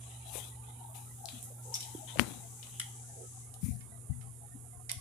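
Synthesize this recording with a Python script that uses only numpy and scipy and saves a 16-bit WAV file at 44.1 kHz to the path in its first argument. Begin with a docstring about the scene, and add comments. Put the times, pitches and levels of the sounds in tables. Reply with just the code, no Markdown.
"""A hand-held camera sits close to a heap of plastic clothespins in a small, humming room.
First, fingers rub and tap the camera beside its left microphone, over a faint flutter and hiss.
From 1.3 s the pins are nudged and click together; at 1.7 s a steel spring rings, and the room echoes.
At 2.2 s the camera takes one hard knock, and more clicks follow. From 3.6 s the hand thumps it softly,
and just before 5 s the pins clatter one last time."""
import sys
import numpy as np
from scipy import signal
from scipy.fft import rfft, irfft
from scipy.io import wavfile

SR = 44100
rng = np.random.default_rng(int(sys.argv[2]) if len(sys.argv) > 2 else 0)


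def wrap_up_sound(samples):
    """Save the sound to the file named by the first command line argument, as 16-bit audio."""
    columns = np.atleast_2d(samples).T
    # keep every value between -1 and 1, then stretch to whole-number steps
    tamed = np.clip(columns, -1, 1)
    steps = np.round(tamed * 32767).astype(np.int16)
    wavfile.write(sys.argv[1], SR, steps)


N = 220676
TIME = np.arange(N) / SR
TREBLE_LIMIT_HZ = 14350

# Pins touching, plus (at 1.287 s) one small tick on the case by the left microphone: start_s, level_db,
# left_over_right_db, low_hz, high_hz, accent_hz, accent_db, ring_time_factor, settle_s
PIN_CLICKS = [(1.2565, -32.5, 12.5, 3730, 11000, 4500, 3, 0.27, 0),
              (1.2871, -35, 14, 2200, 3900, 3020, 0, 0.13, 0),
              (1.4283, -34.5, -11, 7500, 14000, 11000, 5, 0.089, 0.00015),
              (1.437, -41, -8, 6600, 14000, 11100, 9, 6.5, 0),
              (1.7412, -23, 5, 4800, 14100, 5740, 17, 1.1, 0.0076),
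              (1.752, -29, 3, 2700, 13500, 6200, 3, 2.5, 0.011),
              (1.805, -34, 0, 2780, 13000, 5500, -1, 4.1, 0),
              (1.827, -38.5, 4, 2827, 10740, 3220, 8, 2.5, 0.022),
              (2.628, -44, 14, 2150, 6000, 3474, 8, 3.05, 0.00094),
              (2.7974, -22, -2, 7600, 11570, 10200, 4, 0.94, 0),
              (2.7977, -32, -4, 1210, 8000, 3030, 7, 0.81, 0.0011),
              (2.8002, -28, 12.5, 1160, 6200, 3230, 6, 0.86, 0.0022),
              (2.8151, -38.5, 17, 1279, 6000, 2074, 3, 0.55, 0.0024),
              (3.54, -53.5, 34.5, 2970, 12870, 10540, 9, 1.6, 0),
              (3.807, -55, -2, 1425, 8000, 2100, 6.5, 3.9, 0.0041),
              (4.21, -58.5, -12, 1384, 6020, 2270, 1, 5, 0),
              (4.8936, -30.5, -6, 1986, 11000, 4790, 9.5, 1.1, 0.015),
              (4.895, -29.5, -3, 1940, 12050, 2190, 13.5, 1.25, 0.00035),
              (4.903, -40, 0, 550, 9000, 2204, 5, 1.72, 0),
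              (4.9104, -40, -5, 900, 7020, 3197, 14, 1.4, 0.0029),
              (4.9161, -22, -11, 2503, 12800, 10000, 13.5, 0.22, 0.0049)]
# The tones a plastic pin rings with: pitch_hz, level_db
PIN_TONES = [(1450, 9), (1780, 8), (2120, 12), (2520, 2), (3020, 12), (3330, 0.5), (3720, 10.5),
             (4400, -29), (4950, 3), (5500, 14.5), (5980, 3), (7200, 12), (8100, 13.5), (8600, 17),
             (9400, 12.5), (10300, 15)]
# A pin catching a spring: start_s, level_db, left_over_right_db
SPRING_TWANGS = [(1.7395, -42, 3), (1.75, -53, 4)]
# The closely spaced tones of a steel spring: pitch_hz, level_db
SPRING_TONES = [(5397, -1.5), (5511, -1), (5632, -5), (5688, -4), (5857, -10), (6052, -2.5), (6185, -4),
                (6337, -9)]
# Sharp knocks on the camera: start_s, level_db, low_cut_hz, chatter_db
CAMERA_KNOCKS = [(0.3565, -32.5, 298, -67), (2.158, -41.5, 300.4, -42.5), (2.173, -29.5, 400, -44),
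                 (2.1866, -23.5, 490.6, -29.5), (2.1957, 5.5, 66, -43.5)]
# The colour of a knock (how strong it is from low to high): pitch_hz, level_db
KNOCK_COLOUR = [(30, 16), (70, 14), (140, 8), (250, 11), (650, 5), (1500, 7.5), (3000, 7.5), (3550, -3.5),
                (4800, -1.5), (6300, -21.5), (8000, -15), (9000, 0), (10300, -11), (14000, -7.5)]
# The colour of the case chattering after a knock: pitch_hz, level_db
CASE_CHATTER_COLOUR = [(130, 4), (220, 9.5), (450, -7), (750, -10.5), (1100, -14), (2200, -16),
                       (3200, -21.5)]
# The hand landing softly on the camera: start_s, level_db, pitch_hz
HAND_THUMPS = [(3.629, -23.5, 176), (3.639, -22, 103.5), (3.656, -31.5, 232), (3.679, -35, 107),
               (3.683, -27, 222), (3.702, -23, 88.8), (4.096, -20.5, 87), (4.107, -25, 135.6),
               (4.536, -48.5, 112.5), (4.766, -40, 70), (4.965, -34.5, 89)]
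# The case ringing after a thump: pitch_hz, level_db, ring_s (time to fade by 60 dB)
CASE_TONES = [(123.84, -11, 0.43), (241, -20, 0.371)]
# Other dull bumps: start_s, level_db, pitch_hz, ring_s, left_over_right_db
DULL_BUMPS = [(0.3546, -24, 430, 0.011, 28), (1.949, -17, 328, 0.018, -6.5)]
# Fingers stroking the case: start_s, length_s, rise_s, slide_db, drag_db
FINGER_STROKES = [(0, 0.27, 0.0047, -74, -58), (.265, 0.087, 0.0073, -46.5, -57),
                  (.325, 0.062, 0.037, -41.5, -48.5), (.42, 0.055, 0.027, -65, -72),
                  (.62, 0.17, 0.02, -81, -63.5), (.94, 0.015, .014, -45, -54),
                  (1.28, 0.082, 0.0064, -53, -56), (1.72, 0.25, 0.01, -52, -57.5),
                  (2.07, 0.029, 0.016, -65, -46), (2.2, 0.13, 0.024, -51.5, -52.5),
                  (2.62, 0.04, .014, -69, -53.5), (3.6, 0.078, 0.048, -44.5, -80.5)]
# The resting hand slowly creeping: start_s, length_s, slide_db, drag_db
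RESTING_GRIP = (0.33, 4.5, -75, -77)
# The bright colour of sliding skin: pitch_hz, level_db
SKIN_SLIDE_COLOUR = [(1800, -17), (3200, -17.5), (5000, -9.5), (7000, -1.5), (8500, -1.5), (9900, 6),
                     (11000, -1.5), (14000, -4.5)]
# The duller colour of a firm grip dragging: pitch_hz, level_db
SKIN_DRAG_COLOUR = [(900, -1), (1600, -14), (2350, -4), (2750, -3.5), (3300, 2), (3650, -0.5), (3950, 3),
                    (4450, -19), (6000, -11)]
# Things dragged briefly: start_s, length_s, level_db, pitch_hz, left_over_right_db
SHORT_SCUFFS = [(0.344, 0.05, -54.5, 520, 18), (1.317, 0.078, -54, 240, 8), (1.497, 0.047, -59.5, 527, -12),
                (1.637, 0.11, -58.5, 471, -5.5), (1.955, 0.062, -53.5, 333.4, -0.5),
                (2.152, 0.02, -49, 600, 17.5), (2.695, 0.12, -63.5, 3070, 9), (3.149, 0.13, -55, 434, -13),
                (3.61, .13, -68.5, 2270, 15), (4.533, 0.056, -53, 241, 5.5), (4.883, .05, -59.5, 700, 0)]
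# The echo of the room: pitch_hz, ring_s
ROOM_RING_TIMES = [(200, 0.81), (1000, 0.35), (3000, 0.42), (7000, 0.4), (14000, 0.27)]
# How a hollow flutter moves: time_s, level_db, pitch_hz
FLUTTER_PATH = [(0.0, -69, 790), (0.55, -64, 844), (1.0, -55, 842.5), (1.13, -94, 763), (1.25, -54.5, 783),
                (1.45, -66, 700), (1.65, -62.5, 860), (2.16, -60, 840.4), (2.63, -70, 863),
                (2.98, -64, 801), (3.72, -83, 767), (5.0, -77, 691)]
# Faint, random blips: pitch_hz, level_db, blips_per_s
BLIP_BANDS = [(746.6, -55.5, 7.1), (1214, -62.5, 6.5), (1980, -65, 4.6)]
# Airy hiss while the hand is close: start_s, length_s, level_db
AIRY_HISS_SPAN = (0.73, 2.15, -57)
# The colour of the airy hiss: pitch_hz, level_db
AIRY_HISS_COLOUR = [(9000, -33.5), (11800, -15), (12700, 5), (14300, -0.5)]
# Mains hum: pitch_hz, level_db
HUM_TONES = [(120, -50), (240, -70), (360, -77.5)]
# The colour of the room's own low rush: pitch_hz, level_db
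ROOM_AIR_COLOUR = [(20, -10.5), (45, -3.5), (75, 6.5), (110, 9.5), (170, -4), (250, -7), (340, -13.5),
                   (450, -10), (600, -21), (1100, -20.5), (1600, -26), (2500, -46), (5000, -34.5)]
# The colour of microphone hiss: pitch_hz, level_db
MIC_HISS_COLOUR = [(2000, -45.5), (4000, -61), (6000, -50), (6800, -33), (8000, -31.5), (9700, -23),
                   (11500, -31.5), (12600, -45.5), (14500, -84.5)]
# Swells of smooth hiss on the left: start_s, length_s, start_db, sag_db_per_s
HISS_SWELLS = [(0, 1.2, -53, 41), (1.013, 0.44, -63, -22), (1.613, 1.8, -52, 0.5)]
# The colour of those swells: pitch_hz, level_db
HISS_SWELL_COLOUR = [(4500, 0), (5500, 5), (6200, 14.5), (7800, 17), (8600, 14), (9500, -7.5),
                     (11500, -11.5)]


def pins(tones_db=-2, snap_s=0.0003, scuff_db=-7, scuff_s=0.0056, accent_width=0.11, detune=0.02):
    """Each touch makes a snap and a short scuff, and sets a slightly different pin ringing."""
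    out, t = np.zeros((2, N)), np.arange(4096) / SR
    hz, db = np.transpose(PIN_TONES)[:, :, None]
    ring_s = .018 * (2000 / hz) ** .35  # neighbours in the heap damp a pin, its high tones most
    for start, level_db, pan_db, low_hz, high_hz, accent_hz, accent_db, stretch in pin_touches():
        own_hz = hz * (1 + detune * rng.standard_normal(hz.shape))
        tones = ringing_tones(own_hz, db, ring_s * stretch, t)
        fade = np.exp(-t / (snap_s * stretch)) + amp(scuff_db) * np.exp(-t / (scuff_s * stretch))
        crack = rng.standard_normal((2, len(t))) * fade
        onset = 1 - np.exp(-t / (0.00015 * stretch))
        click = (amp(tones_db) * unit(tones) + unit(crack)) * onset
        accent = signal.lfilter(*signal.iirpeak(accent_hz, 1 / accent_width, SR), click)
        cut_lows = signal.butter(6, low_hz, "high", fs=SR, output="sos")
        cut_highs = signal.butter(4, min(high_hz, TREBLE_LIMIT_HZ), fs=SR, output="sos")
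        click = signal.sosfilt(np.vstack([cut_lows, cut_highs]), click + amp(accent_db) * accent)
        strength = 2 * np.sqrt(np.mean(click[:, :SR // 500] ** 2, axis=1, keepdims=True))  # first 2 ms
        add(out, start, amp(level_db) * sides(pan_db) * click / strength)
    return out


def pin_touches(bounces=3, first_bounce_db=-2, next_bounce_db=-4.5):
    """Lists every touch, plus ever weaker bounces for pins that take a while to settle."""
    rows, chances = [], rng.random((len(PIN_CLICKS), bounces))
    for (start, level_db, *voice, settle_s), chance in zip(PIN_CLICKS, chances):
        rows.append((start, level_db, *voice))
        if settle_s > .005:
            for k in range(bounces):
                delay = settle_s * (k + .5 + chance[k] / 2) / bounces
                rows.append((start + delay, level_db + first_bounce_db + k * next_bounce_db, *voice))
    return rows


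def springs(ring_s=0.07, rise_s=.0006):
    """A steel spring's tones lie so close together that they shimmer as they fade."""
    out, t = np.zeros((2, N)), np.arange(SR // 4) / SR
    hz, db = np.transpose(SPRING_TONES)[:, :, None]
    for start, level_db, pan_db in SPRING_TWANGS:
        ring = ringing_tones(hz, db, ring_s, t) * (1 - np.exp(-t / rise_s))
        add(out, start, amp(level_db) * sides(pan_db) * ring)
    return out


def knocks(right_db=-42, buzz_db=-34, buzz_s=0.02):
    """A fingertip snaps on the case: the left microphone is jolted and loose parts buzz and chatter."""
    hz = abs(np.fft.fftfreq(4096, 1 / SR)) + 1
    t = np.arange(len(hz) // 2) / SR
    shake_power = sum((amp(db) * envelope(start, 0, rise_s=0.0019, fall_db_per_s=117.5)) ** 2
                      for start, _, _, db in CAMERA_KNOCKS)
    out = np.sqrt(shake_power) * friction(CASE_CHATTER_COLOUR, slips_per_s=770, slip_share=0.37)
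    for start, level_db, low_hz, _ in CAMERA_KNOCKS:
        gain = amp(look_up(KNOCK_COLOUR, hz)) / (1 + (low_hz / hz) ** 7)
        gain = gain / (1 + (hz / TREBLE_LIMIT_HZ) ** 20) + 1e-5
        # Turn that colour into one pulse that starts suddenly (minimum phase).
        spectrum = np.exp(np.conj(signal.hilbert(np.log(gain))))
        jolt = np.fft.ifft(spectrum).real[:len(t)]
        buzz = amp(buzz_db) * rng.standard_normal(len(t)) * np.exp(-t / buzz_s)
        add(out, start, amp(level_db) * (buzz - jolt / abs(jolt).max()))
    return out * mostly_left(right_db)


def thumps(press_s=0.0074, right_db=-28):
    """The hand gives way softly as it lands on the camera, and the case rings on."""
    out, age = np.zeros((2, N)), np.minimum(TIME / press_s, 20)
    press = (age * np.exp(1 - age)) ** 2
    for start, db, hz in HAND_THUMPS:
        thud = amp(db) * press * np.sin(2 * np.pi * hz * TIME)
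        ring = sum(soft_blow(db + tone_db, tone_hz, ring_s, rise_s=0.009)
                   for tone_hz, tone_db, ring_s in CASE_TONES)
        add(out, start, (thud + ring) * mostly_left(right_db))
    return out


def bumps():
    """Something is bumped and gives a dull note that dies at once."""
    out = np.zeros((2, N))
    for start, db, hz, ring_s, pan_db in DULL_BUMPS:
        add(out, start, sides(pan_db) * soft_blow(db, hz, ring_s, rise_s=0.0057))
    return out


def fingers(boost_db=1, right_db=-24):
    """Skin rubs the case by the left microphone: a dry rustle whose colour shifts with the grip."""
    slide = friction(SKIN_SLIDE_COLOUR, slips_per_s=4000, slip_share=.45)
    slide = patchy(slide, depth_db=2, width_hz=400, span_s=.03)
    drag = friction(SKIN_DRAG_COLOUR, slips_per_s=900, slip_share=.4)
    drag = patchy(drag, depth_db=4.5, width_hz=200, span_s=.04)
    resting = (*RESTING_GRIP[:2], 0.014, *RESTING_GRIP[2:])  # one long stroke with a 14 ms rise
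    rub = np.zeros(N)
    for start, length, rise_s, slide_db, drag_db in [*FINGER_STROKES, resting]:
        rustle = amp(slide_db) * slide + amp(drag_db) * drag
        rub += envelope(start, length, rise_s, fall_db_per_s=147) * rustle
    return rub * amp(boost_db + wander(rate_hz=51)) * mostly_left(right_db)


def scuffs(width_share=0.2):
    """A dragged thing slips unevenly, making a rough note that swells and fades."""
    out = np.zeros((2, N))
    for start, length, db, hz, pan_db in SHORT_SCUFFS:
        arch = np.sin(np.pi * np.clip((TIME - start) / length, 0, 1))
        out += amp(db) * sides(pan_db) * arch * noise_band(hz * TIME, width_share * hz)
    return out


def room(sound, early_db=-9, early_s=0.019, tail_db=-4):
    """Quick echoes from table and wall, then a smooth tail whose treble dies sooner than its bass."""
    t = np.arange(SR // 2 + SR // 4) / SR
    shape = (2, len(t))
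    early = rng.standard_normal(shape) * (rng.random(shape) < 1500 / SR)  # 1500 echoes a second
    early *= np.exp(-t / early_s) * (t > .002)
    hz, age, spectrum = signal.stft(rng.standard_normal(shape), SR, nperseg=256)
    fade = amp(-60 * age / look_up(ROOM_RING_TIMES, hz)[:, None])
    tail = signal.istft(spectrum * fade, SR, nperseg=256)[1][:, :len(t)]
    tail *= 1 - np.exp(-t / 0.005)
    echo = (amp(early_db) * unit(early) + amp(tail_db) * unit(tail)) / np.sqrt(len(t))
    return signal.fftconvolve(sound, echo, axes=1)[:, :N]


def flutter(boost_db=6.0, right_db=-14):
    """A hollow noise drifts in pitch while parts of it come and go."""
    level_db, pitch_hz = curve(FLUTTER_PATH)
    cycles = np.cumsum(pitch_hz) / SR
    bands = [noise_band(cycles, width_hz=115) for _ in range(2)]
    bands = np.array([patchy(band, depth_db=5, width_hz=100, span_s=.045) for band in bands])
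    return bands * amp(level_db + boost_db) * mostly_left(right_db)


def blips(length_s=0.077, pitch_spread=.085, uneven_db=2, right_db=-6):
    """Short, fuzzy notes, each at its own pitch, unrelated on the two sides."""
    out, bell = np.zeros((2, N)), np.hanning(round(length_s * SR))
    t = np.arange(len(bell)) / SR
    for side in out:
        for hz, db, per_s in BLIP_BANDS:
            for k, (late, detune, size) in enumerate(rng.standard_normal((60, 3))):
                start = abs(k + late / 2) / per_s
                tone = np.sin(2 * np.pi * hz * (1 + pitch_spread * detune) * t)
                add(side, start, amp(db + uneven_db * size) * bell * tone)
    fuzz = .85 + .6 * wander(rate_hz=70)
    return out * fuzz * mostly_left(right_db)


def airy_hiss():
    """A thin, very high hiss on the left only."""
    start, length, db = AIRY_HISS_SPAN
    hiss = tint(rng.standard_normal(N), AIRY_HISS_COLOUR)
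    level = amp(db) * envelope(start, length, rise_s=0.19, fall_db_per_s=147)
    return level * hiss * np.array([[1], [0]])


def hum(right_fade_db_per_s=1.5, drone_hz=71.3, drone_db=-60.5, drone_s=0.76):
    """An appliance's mains hum wavers, and fades on the right; a lower drone stops early."""
    mains = sum(amp(db) * np.sin(2 * np.pi * (hz * TIME + rng.random())) for hz, db in HUM_TONES)
    left_db = .7 * wander(rate_hz=5.7)
    right_db = 2 * wander(rate_hz=4.3) - right_fade_db_per_s * TIME
    drone = amp(drone_db) * np.sin(2 * np.pi * drone_hz * TIME)
    drone *= envelope(0, drone_s, rise_s=.01, fall_db_per_s=295)
    return np.sqrt(2) * (mains * amp([left_db, right_db]) + drone)


def room_air(level_db=-59.5, pan_db=2):
    """The room's low rush reaches both microphones and flickers differently in each."""
    rush = tint(rng.standard_normal(N), ROOM_AIR_COLOUR)
    air = np.array([patchy(rush, depth_db=6.5, width_hz=110, span_s=.05) for _ in range(2)])
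    return air * amp(level_db) * sides(pan_db)


def microphone_hiss(left_db=-69, right_db=-51, swell_floor_db=-71):
    """Two unlike microphones hiss steadily; on the left, more hiss swells and sags."""
    left, right, swell = rng.standard_normal((3, N))
    swell_level = amp(swell_floor_db)
    for start, length, db, sag_db_per_s in HISS_SWELLS:
        shape = envelope(start, length, rise_s=0.026, fall_db_per_s=122.5)
        swell_level = swell_level + shape * amp(db - sag_db_per_s * (TIME - start))
    left = amp(left_db) * tint(left, MIC_HISS_COLOUR) + swell_level * tint(swell, HISS_SWELL_COLOUR)
    return np.array([left, amp(right_db) * tint(right, MIC_HISS_COLOUR)])


def ringing_tones(hz, db, ring_s, t):
    """Fading tones added up, each starting at a random point of its wave on each side."""
    phase = rng.random((2, len(hz), 1))
    return (amp(db - 60 * t / ring_s) * np.sin(2 * np.pi * (hz * t + phase))).sum(1)


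def soft_blow(db, hz, ring_s, rise_s):
    """One tone that starts gently and dies away."""
    level = amp(db - 60 * np.minimum(TIME / ring_s, 4)) * (1 - np.exp(-TIME / rise_s))
    return level * np.sin(2 * np.pi * hz * (TIME + 1 / SR))


def friction(colour, slips_per_s, slip_share):
    """Rubbing: tiny slips over a smooth rush."""
    slips = rng.standard_normal(N) * (rng.random(N) < slips_per_s / SR)
    rush = rng.standard_normal(N)
    return tint(np.sqrt(slip_share) * unit(slips) + np.sqrt(1 - slip_share) * rush, colour)


def patchy(noise, depth_db, width_hz, span_s):
    """Makes narrow pitch ranges of a noise come and go on their own."""
    spectrum = signal.stft(noise, SR, nperseg=1024)[2]
    patches = rng.standard_normal(spectrum.shape)
    for axis, size in enumerate((width_hz * 1024 / SR, span_s * SR / 512)):  # blur in pitch, then time
        bell = np.exp(-2 * (np.arange(-40, 41) / size) ** 2)
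        patches = signal.fftconvolve(patches, np.expand_dims(bell, 1 - axis), "same")
    hz = np.linspace(0, SR / 2, len(spectrum))[:, None]
    depth = depth_db * np.minimum(hz / 700, 1)  # the bass flickers less
    spectrum *= amp(depth * np.minimum(unit(patches), 2))
    return unit(signal.istft(spectrum, SR, nperseg=1024)[1][:N])


def noise_band(cycles, width_hz):
    """A tone blurred into noise; cycles counts its waves so far."""
    blur = wander(width_hz) + 1j * wander(width_hz)
    return (blur * np.exp(2j * np.pi * cycles)).real


def wander(rate_hz):
    """Smooth random motion with a typical size of 1."""
    hz = np.fft.rfftfreq(N, 1 / SR)
    return unit(irfft(rfft(rng.standard_normal(N)) * np.exp(-(hz / rate_hz) ** 2), N))


def tint(noise, colour):
    """Gives a noise a colour, fading out pitches beyond the table's ends."""
    hz = np.fft.rfftfreq(N, 1 / SR) + 1
    ends = 1 / (1 + (colour[0][0] / 2 / hz) ** 2) / (1 + (hz / 2 / colour[-1][0]) ** 4)
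    return unit(irfft(rfft(noise) * amp(look_up(colour, hz)) * ends, N))


def envelope(start, length, rise_s, fall_db_per_s):
    """A level that rises, holds until its length is over, then dies away."""
    age = TIME - start
    return np.clip(age / rise_s, 0, 1) * amp(-fall_db_per_s * np.maximum(age - length, 0))


def look_up(table, hz):
    """A table's value at any pitch, blending between its rows."""
    pitches, values = np.transpose(table)
    return np.interp(np.log(hz + 1), np.log(pitches), values)


def curve(rows):
    """A timed table's columns at every sample."""
    times, *columns = np.transpose(rows)
    return [np.interp(TIME, times, column) for column in columns]


def amp(db):
    """Turns decibels into a multiplier."""
    return 10 ** (np.asarray(db) / 20)


def unit(sound):
    """Scales a sound to an average power of 1."""
    return sound / np.sqrt(np.mean(sound ** 2) + 1e-20)


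def sides(pan_db):
    """Left and right gains, the left louder by pan_db."""
    return amp([[pan_db / 2], [-pan_db / 2]])


def mostly_left(right_db):
    """Gains that turn down only the right side."""
    return amp([[0], [right_db]])


def add(mix, start_s, sound):
    """Mixes a sound in at its start time."""
    part = mix[..., round(start_s * SR):][..., :sound.shape[-1]]
    part += sound[..., :part.shape[-1]]


def scene(thud_room_db=-12, click_room_db=-4):
    """Clicks and thuds echo in the room; all else reaches the microphones with no echo."""
    clicks = pins() + springs()
    thuds = thumps() + bumps() + scuffs()
    centred_clicks = (clicks + clicks[::-1]) / np.sqrt(2)
    handling = knocks() + fingers() + airy_hiss()
    echo = room(amp(click_room_db) * centred_clicks + amp(thud_room_db) * thuds)
    background = flutter() + blips() + hum() + room_air() + microphone_hiss()
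    return clicks + thuds + echo + handling + background


def record(dry, bass_cut_hz=42, overload_level=.92):
    """The microphones lose the deepest bass, the hardest knock overloads, and the top treble is cut."""
    thinned = signal.sosfilt(signal.butter(2, bass_cut_hz, "high", fs=SR, output="sos"), dry)
    limited = np.clip(thinned, -overload_level, overload_level)
    treble_cut = signal.firwin(255, TREBLE_LIMIT_HZ, window=("kaiser", 8), fs=SR)
    return signal.oaconvolve(limited, treble_cut[None], "same")


dry = scene()
out = record(dry)
wrap_up_sound(out)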